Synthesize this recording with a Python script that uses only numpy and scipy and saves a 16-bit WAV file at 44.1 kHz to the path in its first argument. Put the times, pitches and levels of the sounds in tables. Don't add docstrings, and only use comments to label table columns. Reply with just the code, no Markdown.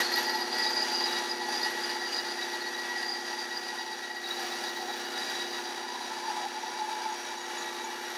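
import sys
import numpy as np
from scipy import signal
from scipy.fft import rfft, irfft
from scipy.io import wavfile

SR = 44100
rng = np.random.default_rng(int(sys.argv[2]) if len(sys.argv) > 2 else 0)


def file_out(sig):
    cols = np.atleast_2d(sig).T
    lim = np.clip(cols, -1, 1)
    pcm = np.round(lim * 32767).astype(np.int16)
    wavfile.write(sys.argv[1], SR, pcm)


def nominal_scale(level):
    x = np.asarray(level, float) / 20
    return 10 ** x


N = 360297
T = np.arange(N) / SR


def level(x, db):
    return x * nominal_scale(db) / np.sqrt(np.mean(x ** 2))


def curves(table):
    s, *columns = np.transpose(table)
    return [np.interp(T, s, c) for c in columns]


def bumps(events):
    t = T[::128]
    total_db = 0 * t
    for centre_s, length_s, db in events:
        total_db = total_db + db * np.exp(-((t - centre_s) / max(length_s, .01)) ** 2)
    return np.interp(T, t, total_db)


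def walk(rate_hz):
    knots = rng.standard_normal(int(N / SR * 80) + 4)
    return 0.8 * np.interp(T * min(rate_hz, 80), np.arange(len(knots)), knots)


def ring(x, modes, flicker_db, rate_hz):
    out = np.zeros(N)
    for i, (hz, width_hz, db) in enumerate(modes):
        b, a = signal.iirpeak(hz, hz / (1.5 * max(width_hz, 5)), fs=SR)
        rung = signal.sosfilt([np.r_[b, a]] * 2, x)
        out += (-1) ** i * rung * nominal_scale(db + flicker_db * walk(rate_hz))
    return level(out, 0)


def colour(x, points):
    hz, db = np.transpose(points)
    f = np.arange(N // 2 + 1) * SR / N + 1
    return irfft(rfft(x) * nominal_scale(np.interp(np.log(f), np.log(hz), db)), N)


# multiple, level_db
SHAFT_MULTIPLES = [(5, -37.5), (6, -52), (7, -32.5), (8, -39), (9, -24.5), (10, -26.5), (11, -26),
                   (12, -58), (13, -10), (14, -9.5), (15, -3), (16, -42.5), (17, -9), (18, -11.5),
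                   (19, -40.5), (20, -5.5), (21, 6), (22, -29), (23, -2.5), (24, -14), (25, -9), (26, -30),
                   (27, -29), (28, -9), (29, -3.5), (30, -20), (31, -13), (32, -15), (37, -12), (39, -12),
                   (43, -5), (48, -5), (55, -9)]


def motor(turns, hum_db):
    knock_turn, spread, bass_lag = .42, .3, .009
    top_db = dict(SHAFT_MULTIPLES)[21]
    out = np.zeros(N)
    for k, db in SHAFT_MULTIPLES:
        cycles = k * (turns - knock_turn) + spread * rng.random()
        cycles = cycles + bass_lag * min(k - 26, 0) ** 2 + 0.011 * walk(3.07)
        out += nominal_scale(db - top_db) * (1 + 0.19 * walk(7)) * np.sin(2 * np.pi * cycles)
    return np.sqrt(2) * nominal_scale(hum_db) * out


# time_s, level_db
FEED = [(0.0, -49.5), (0.04, -55), (0.43, -56), (1.07, -55.5), (1.34, -57), (1.71, -56), (1.77, -56.5),
        (3.77, -58.5), (4.19, -60), (4.32, -57), (5.05, -59), (5.19, -57), (5.69, -59.5), (7.37, -60),
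        (7.6, -58.5), (8.17, -59)]
# time_s, level_db
BITE = [(0.0, -40.5), (0.48, -41.5), (0.59, -36.5), (1.02, -43), (1.43, -43.5), (1.55, -40.5), (1.77, -46),
        (1.84, -42), (1.95, -43.5), (2.18, -39.5), (2.23, -41), (2.68, -46), (3.12, -41), (3.18, -43.5),
        (5.03, -46.5), (5.44, -44.5), (5.6, -46.5), (8.17, -54)]
# time_s, level_db
CHATTER = [(0.0, -47), (0.11, -42), (1.73, -45.5), (2.77, -50), (3.41, -48), (3.5, -53), (3.55, -47),
           (4.19, -52.5), (4.35, -46), (5.69, -43), (6.24, -44), (6.28, -39), (6.62, -44.5), (7.05, -32.5),
           (7.17, -44), (8.17, -54.5)]
USUAL_DB = (-58, -45, -46)
# centre_s, length_s, change_db
PUSH = [(.09, 0.027, -1), (.17, 0.068, 1), (.48, 0.087, -1), (.6, 0.036, 0.5), (1.41, 0.055, -1),
        (1.52, 0.032, 1), (2.16, 0.069, 0.5), (2.76, .05, 0), (3.0, .04, 0.5), (4.36, 0.069, -1),
        (5.16, 0.012, -0.5), (6.9, 0.033, 0.5), (7.2, 0.059, -0.5), (7.58, 0.056, 0)]
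# level_db, then shares of feed, bite and chatter, lean_db, drift_db_per_s as the cut deepens
PARTS = dict(low_modes=(-47.5, -0.4, 0.44, 0.11, 2, 0.02), main_modes=(-41, 1, -0.62, 0.5, -5, -0.54),
         upper_modes=(-49, 1.6, -0.44, 0.51, -3, 0), whine=(-42.5, .7, .1, -.45, 0, -1.5),
         low_ring=(-46.5, 1, 0.1, -0.18, 2, .5), middle_ring=(-49, 0, 0.51, 0.04, 5, -2.3),
         high_ring=(-43, 0.97, 1.25, 0.29, -2, 1), rasp=(-55, 1.91, 0.153, 0.1935, -0.1, 0.81),
         upper_guide=(-56.5, 1.39, -0.4, -0.32, 2, -0.46), lower_guide=(-76, -0.8, -0.96, -0.1, 8.5, -1.5))
# centre_s, length_s, change_db
SPELLS = dict(low_ring=[(1.11, 0.13, 9), (2.55, .15, 1), (3.1, 0.56, -3), (4.3, .06, -3), (4.66, 0.052, 3),
          (5.3, 0.39, 5.5), (6.5, 0.46, 2.5), (7.66, 0.2, 2.5), (7.95, 0.1, -8)],
          upper_guide=[(.2, 0.12, 2), (.4, 0.068, 3.5), (.62, 0.083, 3.5), (.95, 0.1, 1), (1.6, 0.13, 2),
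          (5.3, .15, 2)], lower_guide=[(2.12, .2, 8), (3.58, .06, 6), (4.95, 0.18, 0), (6.92, .06, 4)],
          upper_modes=[(2.97, 0.26, 3), (6.14, 0.46, 6.5), (2.4, 0.069, 2)], low_modes=[(.5, 0.067, 2),
          (4.45, 0.16, 5.5), (4.85, 0.032, 9), (5.3, 0.06, -1), (6.38, .08, 4)],
          middle_ring=[(.1, 0.22, 5.5), (.35, 0.05, 3), (1.63, 0.039, 0), (2.64, .05, 0)],
          main_modes=[(.6, 0.076, 6), (4.9, 0.029, 4), (6.56, 0.043, 3), (6.74, 0.046, 0),
          (6.97, 0.03, 1.5), (7.02, .02, 1), (.52, 0.036, -6), (7.65, 0.075, 6.5)],
          high_ring=[(.97, 0.043, 8), (1.22, .04, 0), (6.4, .25, -1), (6.9, 0.082, -3.5), (7.8, .15, -4)])


def part_db(name, stray_db):
    feed, bite, chatter = (curves(c)[0] - db for c, db in zip((FEED, BITE, CHATTER), USUAL_DB))
    lean = np.interp(T, 4.13 + np.cumsum([0, 0.15, 1, 1]), [0, 1, 1, 0])
    db, of_feed, of_bite, of_chatter, lean_db, drift = PARTS[name]
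    out = db + of_feed * (feed + bumps(PUSH)) + of_bite * bite + of_chatter * chatter
    out = out + lean_db * lean + drift * (T - T[-1] / 2)
    return out + bumps(SPELLS.get(name, [])) + stray_db * walk(6.4)


def throb(turns, lap_db, shaft_db, roller_db):
    lap = 2 * np.pi * 8.0 * T - 2.3
    shaft = 2 * np.pi * turns + .3
    roller = 2 * np.pi * 56.4 * T
    return nominal_scale(lap_db * np.cos(lap) + shaft_db * np.cos(shaft) + roller_db * np.cos(roller))


def bites(teeth, scatter_db, dust):
    out = dust * rng.standard_normal(N)
    at = np.flatnonzero(np.diff(np.floor(teeth)))
    chance = rng.standard_normal((len(at) + 200, 2))[:len(at)]
    out[at] += 6 * chance[:, 0] * nominal_scale(scatter_db * chance[:, 1])
    return level(out, 0)


# pitch_hz, width_hz, level_db
PLANK = [
    [(738, 22, 0), (768, 22, -1), (803, 22, -1), (822, 20, -5)],
    [(846, 24, 0), (876, 22, 0)],
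    [(968, 14, 0), (1016, 24, -7), (935, 30, -10)],
]


def plank(bite, gains, turns):
    wood = sum(gain * ring(bite, modes, .8, 25) for gain, modes in zip(gains, PLANK))
    return nominal_scale(-3.0) * wood * throb(turns, 1.3, 1.2, .4)


# pitch_hz, width_hz, level_db
BLADE = [
    [(3850, 30, 2), (3910, 44, 0), (3990, 50, -4)],
    [(4250, 60, -1), (4320, 50, 0), (4380, 20, 2), (4490, 90, 0)],
    [(4645, 40, 2), (4705, 50, 2), (4790, 50, -1), (4940, 36, 2), (4995, 36, -4)],
]
# pitch_hz, width_hz, level_db
SING = [(4768, 8, 5), (4808, 24, 1), (4950, 50, -4)]


def blade(bite, gains, sing, turns):
    steel = sum(gain * nominal_scale(-2) * ring(bite, modes, 2, 50) for gain, modes in zip(gains, BLADE))
    steel += nominal_scale(0.5) * sing * ring(bite, SING, 1.3, 45)
    return nominal_scale(-4.5) * steel * throb(turns, 2.2, .8, .3)


WHINE_DB = [-10, -6, -18.5, -6, -6]


def tooth_whine(bite, whine, carriers, turns, teeth):
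    out = nominal_scale(-8) * whine * ring(bite, [(1922, 36, 0), (1860, 50, -11), (2000, 60, -7)], 1.5, 30)
    pressure = throb(turns, 3.2, 1.8, 1.3)
    spacing = .07 * walk(60) + .085 * walk(16)
    for k, (carrier, db) in enumerate(zip(carriers, WHINE_DB), 1):
        gain = carrier * nominal_scale(db + 1.5 * walk(9) + 1.5 * walk(35))
        out += gain * pressure * np.sin(2 * np.pi * (k * teeth + spacing))
    return out


# centre_s, length_s, change_db
BLOOM = [(0, 0.017, 9), (.07, 0.036, -6), (.42, 0.068, -1), (.6, 0.044, 5.5), (1.2, 0.28, -1),
         (1.68, 0.081, 6), (2.06, 0.077, 2.5), (2.4, 0.034, 3), (2.64, 0.099, 3), (2.95, 0.2, 2),
         (3.85, 0.25, -1), (3.22, 0.27, 3), (3.5, 0.037, -3.5), (4.68, 0.19, 3.5), (5.04, 0.072, 0),
         (5.35, 0.23, 6), (6.6, 0.19, 6), (6.95, 0.11, -4), (7.44, 0.046, 8.5), (7.68, 0.11, 5),
         (8.12, 0.083, 6)]


def cutting(turns, teeth):
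    board = [nominal_scale(part_db(name, 0.96)) for name in ("low_modes", "main_modes", "upper_modes")]
    steel = [nominal_scale(part_db(name, 0.29)) for name in ("low_ring", "middle_ring", "high_ring")]
    whine = nominal_scale(part_db("whine", 0.53) + bumps(BLOOM))
    sing = steel[2] * np.clip(steel[2] / nominal_scale(-43.5), .05, 1)
    bite = bites(teeth, scatter_db=0.5, dust=0.31)
    carriers = [board[2], whine, np.sqrt(whine * steel[0]), steel[0], sing]
    out = plank(bite, board, turns) + blade(bite, steel, sing, turns)
    return out + tooth_whine(bite, whine, carriers, turns, teeth)


# pitch_hz, level_db per Hz
CHIP_SPECTRUM = [(20, -42), (60, -37), (190, -11.5), (230, -9.5), (500, -2), (1130, -1.5), (1800, -1),
                 (2750, -5), (4600, -2), (5200, -6.5), (7900, -16.5), (10200, -13.5), (13200, -25),
                 (15700, -31)]


def chip_hiss(chips, feed_db):
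    return nominal_scale(feed_db + 13.0) * level(colour(chips, CHIP_SPECTRUM), 0)


FRAME_HZ = [625, 1110, 1180, 1330, 1388, 1442, 1610, 1745, 1975, 2075, 2305, 2620, 2894, 3210, 3450, 5650,
            5820, 6185, 6350, 6750, 7320, 10500]
# width_hz, level_db
FRAME_MODES = [(19.8, -5.5), (20, -32), (34.8, -13.5), (25, -2.5), (20.6, -9), (19.7, -0.5), (74, -6),
               (83, -2), (49.3, -6.5), (40, -24), (45, -8.5), (90, -12.5), (10, 0), (60, -15), (85.6, -8.5),
               (220, -8.5), (200, -7.5), (70, -39), (239, -12.5), (112, -15.5), (226, -21.5), (150, -36)]


def frame(scrape, feed_db):
    modes = [(hz, *mode) for hz, mode in zip(FRAME_HZ, FRAME_MODES)]
    return nominal_scale(feed_db + 11) * ring(scrape, modes, 1.6, 7)


# pitch_hz, width_hz, level_db
GUIDES = [
    [(11020, 90, -5), (11350, 200, -8), (11610, 110, 1), (11990, 140, 0)],
    [(14380, 240, 0), (14750, 300, -5), (15250, 340, -5)],
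]


def guides(scrape):
    upper_db, lower_db = part_db("upper_guide", 0.18), part_db("lower_guide", .6)
    upper = nominal_scale(2.2 * (upper_db + 53) - 60) * ring(scrape, GUIDES[0], 4.5, 40)
    lower = nominal_scale(1.6 * (lower_db + 67.5) - 63) * ring(scrape, GUIDES[1], 4.5, 40)
    return upper + lower


def catches(events, swell_s, db, late_s=0.0):
    t = np.arange(-.015, .05, 1 / SR)
    bell = np.exp(-(t / (swell_s * np.where(t < 0, .75, 1.3))) ** 2)
    tail = (t > 0) * 0.59 * np.exp(-t / (3 * swell_s))
    shape = np.maximum(bell, tail)
    out = np.zeros(N + len(t))
    for s, peak_db, hz in events:
        i = int((s + late_s + t[0]) * SR)
        out[i:i + len(t)] += nominal_scale(peak_db + db) * shape * np.sin(2 * np.pi * hz * t)
    return out[:N]


# peak_s, peak_db, pitch_hz
PLANK_CATCH = [(0.185, -27, 840), (0.217, -27, 850), (0.335, -25, 863), (0.358, -25, 860),
               (0.586, -38, 835), (0.645, -30, 885), (0.68, -34, 840.0), (0.726, -35, 830),
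               (0.882, -28, 858), (1.01, -31, 825), (1.078, -24, 850), (1.117, -31, 875), (1.419, -29, 820),
               (1.49, -22.5, 842), (1.545, -26.5, 833), (1.666, -24, 857), (2.453, -32, 886),
               (2.965, -33, 816), (3.104, -30.5, 825), (3.19, -30, 842), (3.317, -29, 845),
               (3.396, -38, 860), (3.733, -27, 850), (4.392, -32, 860), (4.638, -29, 850),
               (4.891, -26, 830), (4.903, -30, 750), (5.18, -30, 836), (5.329, -32, 850),
               (6.121, -28.5, 884), (6.166, -30, 880), (6.247, -26, 900), (6.28, -23, 890),
               (6.291, -30, 904), (6.305, -22, 854), (6.354, -27, 877), (6.379, -28.7, 847),
               (6.445, -25, 790), (6.463, -23, 851), (6.64, -26.5, 886), (6.82, -21.5, 870),
               (6.89, -23.5, 864), (6.913, -39, 860), (6.929, -28.5, 880), (7.062, -19.5, 860),
               (7.125, -25, 880.0), (7.299, -28.5, 892), (7.536, -36, 880), (7.846, -27, 890.0),
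               (7.896, -34, 815)]
# peak_s, peak_db, pitch_hz
BLADE_CATCH = [(0.178, -34, 3900), (0.187, -35, 4000), (0.351, -35.4, 3950), (0.643, -34, 3900),
               (0.669, -26.5, 3890), (0.689, -44, 3840), (1.029, -37, 4050), (1.058, -37, 3910.0),
               (1.073, -40, 3920), (1.086, -29, 3880.0), (1.098, -30, 3860), (1.113, -40, 3750),
               (1.154, -40, 3920), (1.169, -33.5, 3800), (1.634, -36.1, 3750), (1.655, -35.6, 3850),
               (1.998, -34.5, 3950), (2.181, -31, 3870), (2.425, -29, 3890), (2.54, -38, 3900),
               (2.622, -35, 3860), (2.748, -34, 3900), (4.243, -31, 3900), (4.262, -31.5, 3820),
               (4.31, -25, 3860), (4.37, -32, 3930), (4.527, -37, 3880), (4.668, -29, 3860),
               (5.234, -41, 3930), (5.358, -30.5, 3900), (5.44, -32.5, 3860.0), (6.019, -37, 4070),
               (7.568, -46, 3920), (7.2, -43, 4660), (7.627, -34.7, 3980), (7.676, -52, 3820),
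               (7.783, -48, 3800)]
# peak_s, peak_db, pitch_hz
SIDE_CATCH = [(0.055, -30, 4360), (0.12, -30, 4320), (0.129, -26.5, 4260), (0.295, -34, 4470),
              (0.348, -31, 4340), (0.425, -39, 4400), (0.638, -32, 4380.0), (0.684, -38, 4460),
              (0.781, -32.7, 4530), (1.005, -33.6, 4360), (1.06, -36, 4300), (1.618, -31, 4360),
              (1.634, -37, 4400), (1.646, -31, 4450), (2.615, -33, 4330.0), (2.671, -33, 4400)]
# peak_s, peak_db, pitch_hz
SQUEAL = [(0.141, -26.0, 4830.0), (0.26, -29.1, 4860.0), (0.296, -28.9, 4770.0), (0.357, -31.6, 4880.0),
          (0.422, -29.4, 4780.0), (0.527, -27.8, 4770.0), (0.538, -27.0, 4810.0), (0.581, -28.2, 4810.0),
          (0.598, -24.4, 4820.0), (0.625, -23.6, 4770.0), (0.647, -27.2, 4780.0), (0.665, -28.0, 4810.0),
          (0.681, -28.1, 4790.0), (0.734, -26.1, 4800.0), (0.77, -26.4, 4800.0), (0.78, -27.7, 4800.0),
          (0.805, -26.0, 4810.0), (0.824, -21.2, 4770.0), (0.951, -21.2, 4810.0), (0.973, -27.8, 4760.0),
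          (1.002, -25.1, 4780.0), (1.041, -21.8, 4830.0), (1.06, -31.1, 4780.0), (1.127, -29.7, 4850.0),
          (1.18, -27.9, 4810.0), (1.298, -29.2, 4890.0), (1.315, -25.1, 4810.0), (1.495, -31.5, 4750.0),
          (1.551, -27.7, 4800.0), (1.576, -29.4, 4810.0), (1.634, -25.1, 4800.0), (1.65, -29.3, 4840.0),
          (1.837, -29.8, 4840.0), (1.849, -29.3, 4790.0), (1.901, -30.1, 4780.0), (2.131, -26.5, 4770.0),
          (2.148, -31.4, 4780.0), (2.169, -27.7, 4780.0), (2.189, -26.9, 4810.0), (2.319, -32.1, 4840.0),
          (2.985, -29.4, 4810.0), (3.002, -33.4, 4770.0), (3.094, -29.1, 4780.0), (3.124, -29.1, 4770.0),
          (3.392, -30.1, 4770.0), (3.571, -29.3, 4750.0), (4.64, -35.0, 4810.0), (5.189, -35.3, 4780.0),
          (5.203, -34.8, 4710.0), (5.422, -32.5, 4800.0)]
# start_s, peak_db, pitch_hz
GUIDE_TICK = [(0.1151, -45, 11600), (0.1266, -39, 11700), (0.156, -33, 11700), (0.1785, -33, 11900),
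              (0.2054, -41, 11700), (0.2274, -38, 11700), (0.2633, -42, 12000), (0.2967, -44, 11600),
              (0.3022, -42, 12000), (0.3491, -42, 11600), (0.3726, -47, 11600), (0.4035, -42, 11600),
              (0.5452, -46, 12000), (0.5841, -43, 11500), (0.6973, -46, 12000), (0.7462, -46, 11600),
              (0.9153, -45, 12000), (1.4845, -50, 10300), (1.4845, -48, 12000), (1.5194, -48, 10300),
              (1.5194, -44, 11000), (1.6247, -46, 11900), (1.6511, -43, 10500), (1.703, -45, 11800)]
# peak_s, peak_db, pitch_hz
WHINE_CATCH = [(.12, -31, 1930), (.162, -26, 1925), (.2, -29, 1920), (.288, -34, 1925), (.338, -28, 1930),
               (.603, -24, 1930), (.655, -30, 1930), (1.66, -29, 1922), (1.775, -33, 1922),
               (2.075, -33, 1925), (2.18, -33, 1922), (2.398, -33, 1922), (2.962, -29, 1920),
               (3.515, -36, 1915), (3.69, -36, 1918), (4.17, -37, 1920), (4.76, -37, 1915),
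               (4.885, -36, 1915)]
# start_s, peak_db, pitch_hz
CHIRP = [(7.099, -47, 6610), (7.1229, -45, 6650), (7.2861, -55, 6690), (7.3749, -47, 6710),
         (7.4063, -44, 6760), (7.5804, -38, 6780), (7.6213, -43, 6700), (7.8403, -41, 6760)]


def snags():
    out = catches(PLANK_CATCH, 0.0073, -5)
    out += catches(BLADE_CATCH, 0.0056, -1.6) + catches(SIDE_CATCH, 0.0056, -1.6)
    out += catches(SQUEAL, 0.004, -1.2)
    out += catches(np.array(SQUEAL) + [0, 0, 166], .005, -7.5, .003)
    out += catches(GUIDE_TICK, .004, -1.6, .0045)
    out += catches(WHINE_CATCH, 0.0066, -4)
    return out + catches(CHIRP, 0.0074, -1.5, 0.0051)


# centre_s,
# length_s, level_db, pitch_hz
PANEL_HUM = [(5.25, .05, -56, 1330), (7.75, 0.12, -58, 1440), (7.3, .9, -59, 2305), (4.58, .04, -58, 2890),
             (1.2, 0.9, -64, 10520), (0.96, .2, -56, 2400), (2.1, 0.2, -56, 2895), (7.76, 0.32, -58, 1170)]


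def panels(scrape):
    out = np.zeros(N)
    for s, length_s, db, hz in PANEL_HUM:
        swell = np.exp(-((T - s) / length_s) ** 2)
        out += nominal_scale(db) * swell * ring(scrape, [(hz, 8 + hz / 90, 0)], 2.5, 25)
    return out


def rasp(turns, teeth):
    feed_db = part_db("rasp", 0.51)
    pressure = throb(turns, 0.29, 0.55, 0.87) * nominal_scale(1.0 * walk(14))
    chips, scrape = (pressure * bites(teeth, scatter_db=1.2, dust=1.7) for _ in range(2))
    return chip_hiss(chips, feed_db) + frame(scrape, feed_db) + guides(scrape) + panels(scrape)


# time_s, level_db
HUM = [(0.0, -37), (0.04, -43.5), (0.23, -43), (1.27, -44), (4.21, -51), (4.43, -46.5), (5.48, -46.5),
       (5.55, -47), (7.33, -51.5), (7.74, -48.5), (8.15, -49.5), (8.17, -54)]
# time_s, rate_hz
SHAFT_HZ = [(0, 16.87), (.3, 16.83), (1.2, 16.81), (1.8, 16.77), (8.2, 16.77)]
# time_s, rate_hz
TOOTH_HZ = [(0, 963.5), (1.4, 963), (3, 960.5), (4.8, 960), (8.2, 958)]


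def scene():
    turns, teeth = (np.cumsum(curves(rate)[0]) / SR for rate in (SHAFT_HZ, TOOTH_HZ))
    near = cutting(turns, teeth) + rasp(turns, teeth) + snags()
    t = T[:SR // 2]
    decay = np.exp(-np.log(1000) * t / 0.26)
    echo = level(rng.standard_normal(len(t)) * decay, 0) / np.sqrt(len(t))
    mono = near + nominal_scale(-16) * signal.fftconvolve(near, echo)[:N] + motor(turns, curves(HUM)[0])
    return np.array([mono, mono]) * np.clip(T / .004, 0, 1)


def roll_off(x):
    return signal.sosfilt(signal.butter(12, 15700, fs=SR, output="sos"), x)


def record(dry):
    return roll_off(dry)


dry = scene()
out = record(dry)
file_out(out)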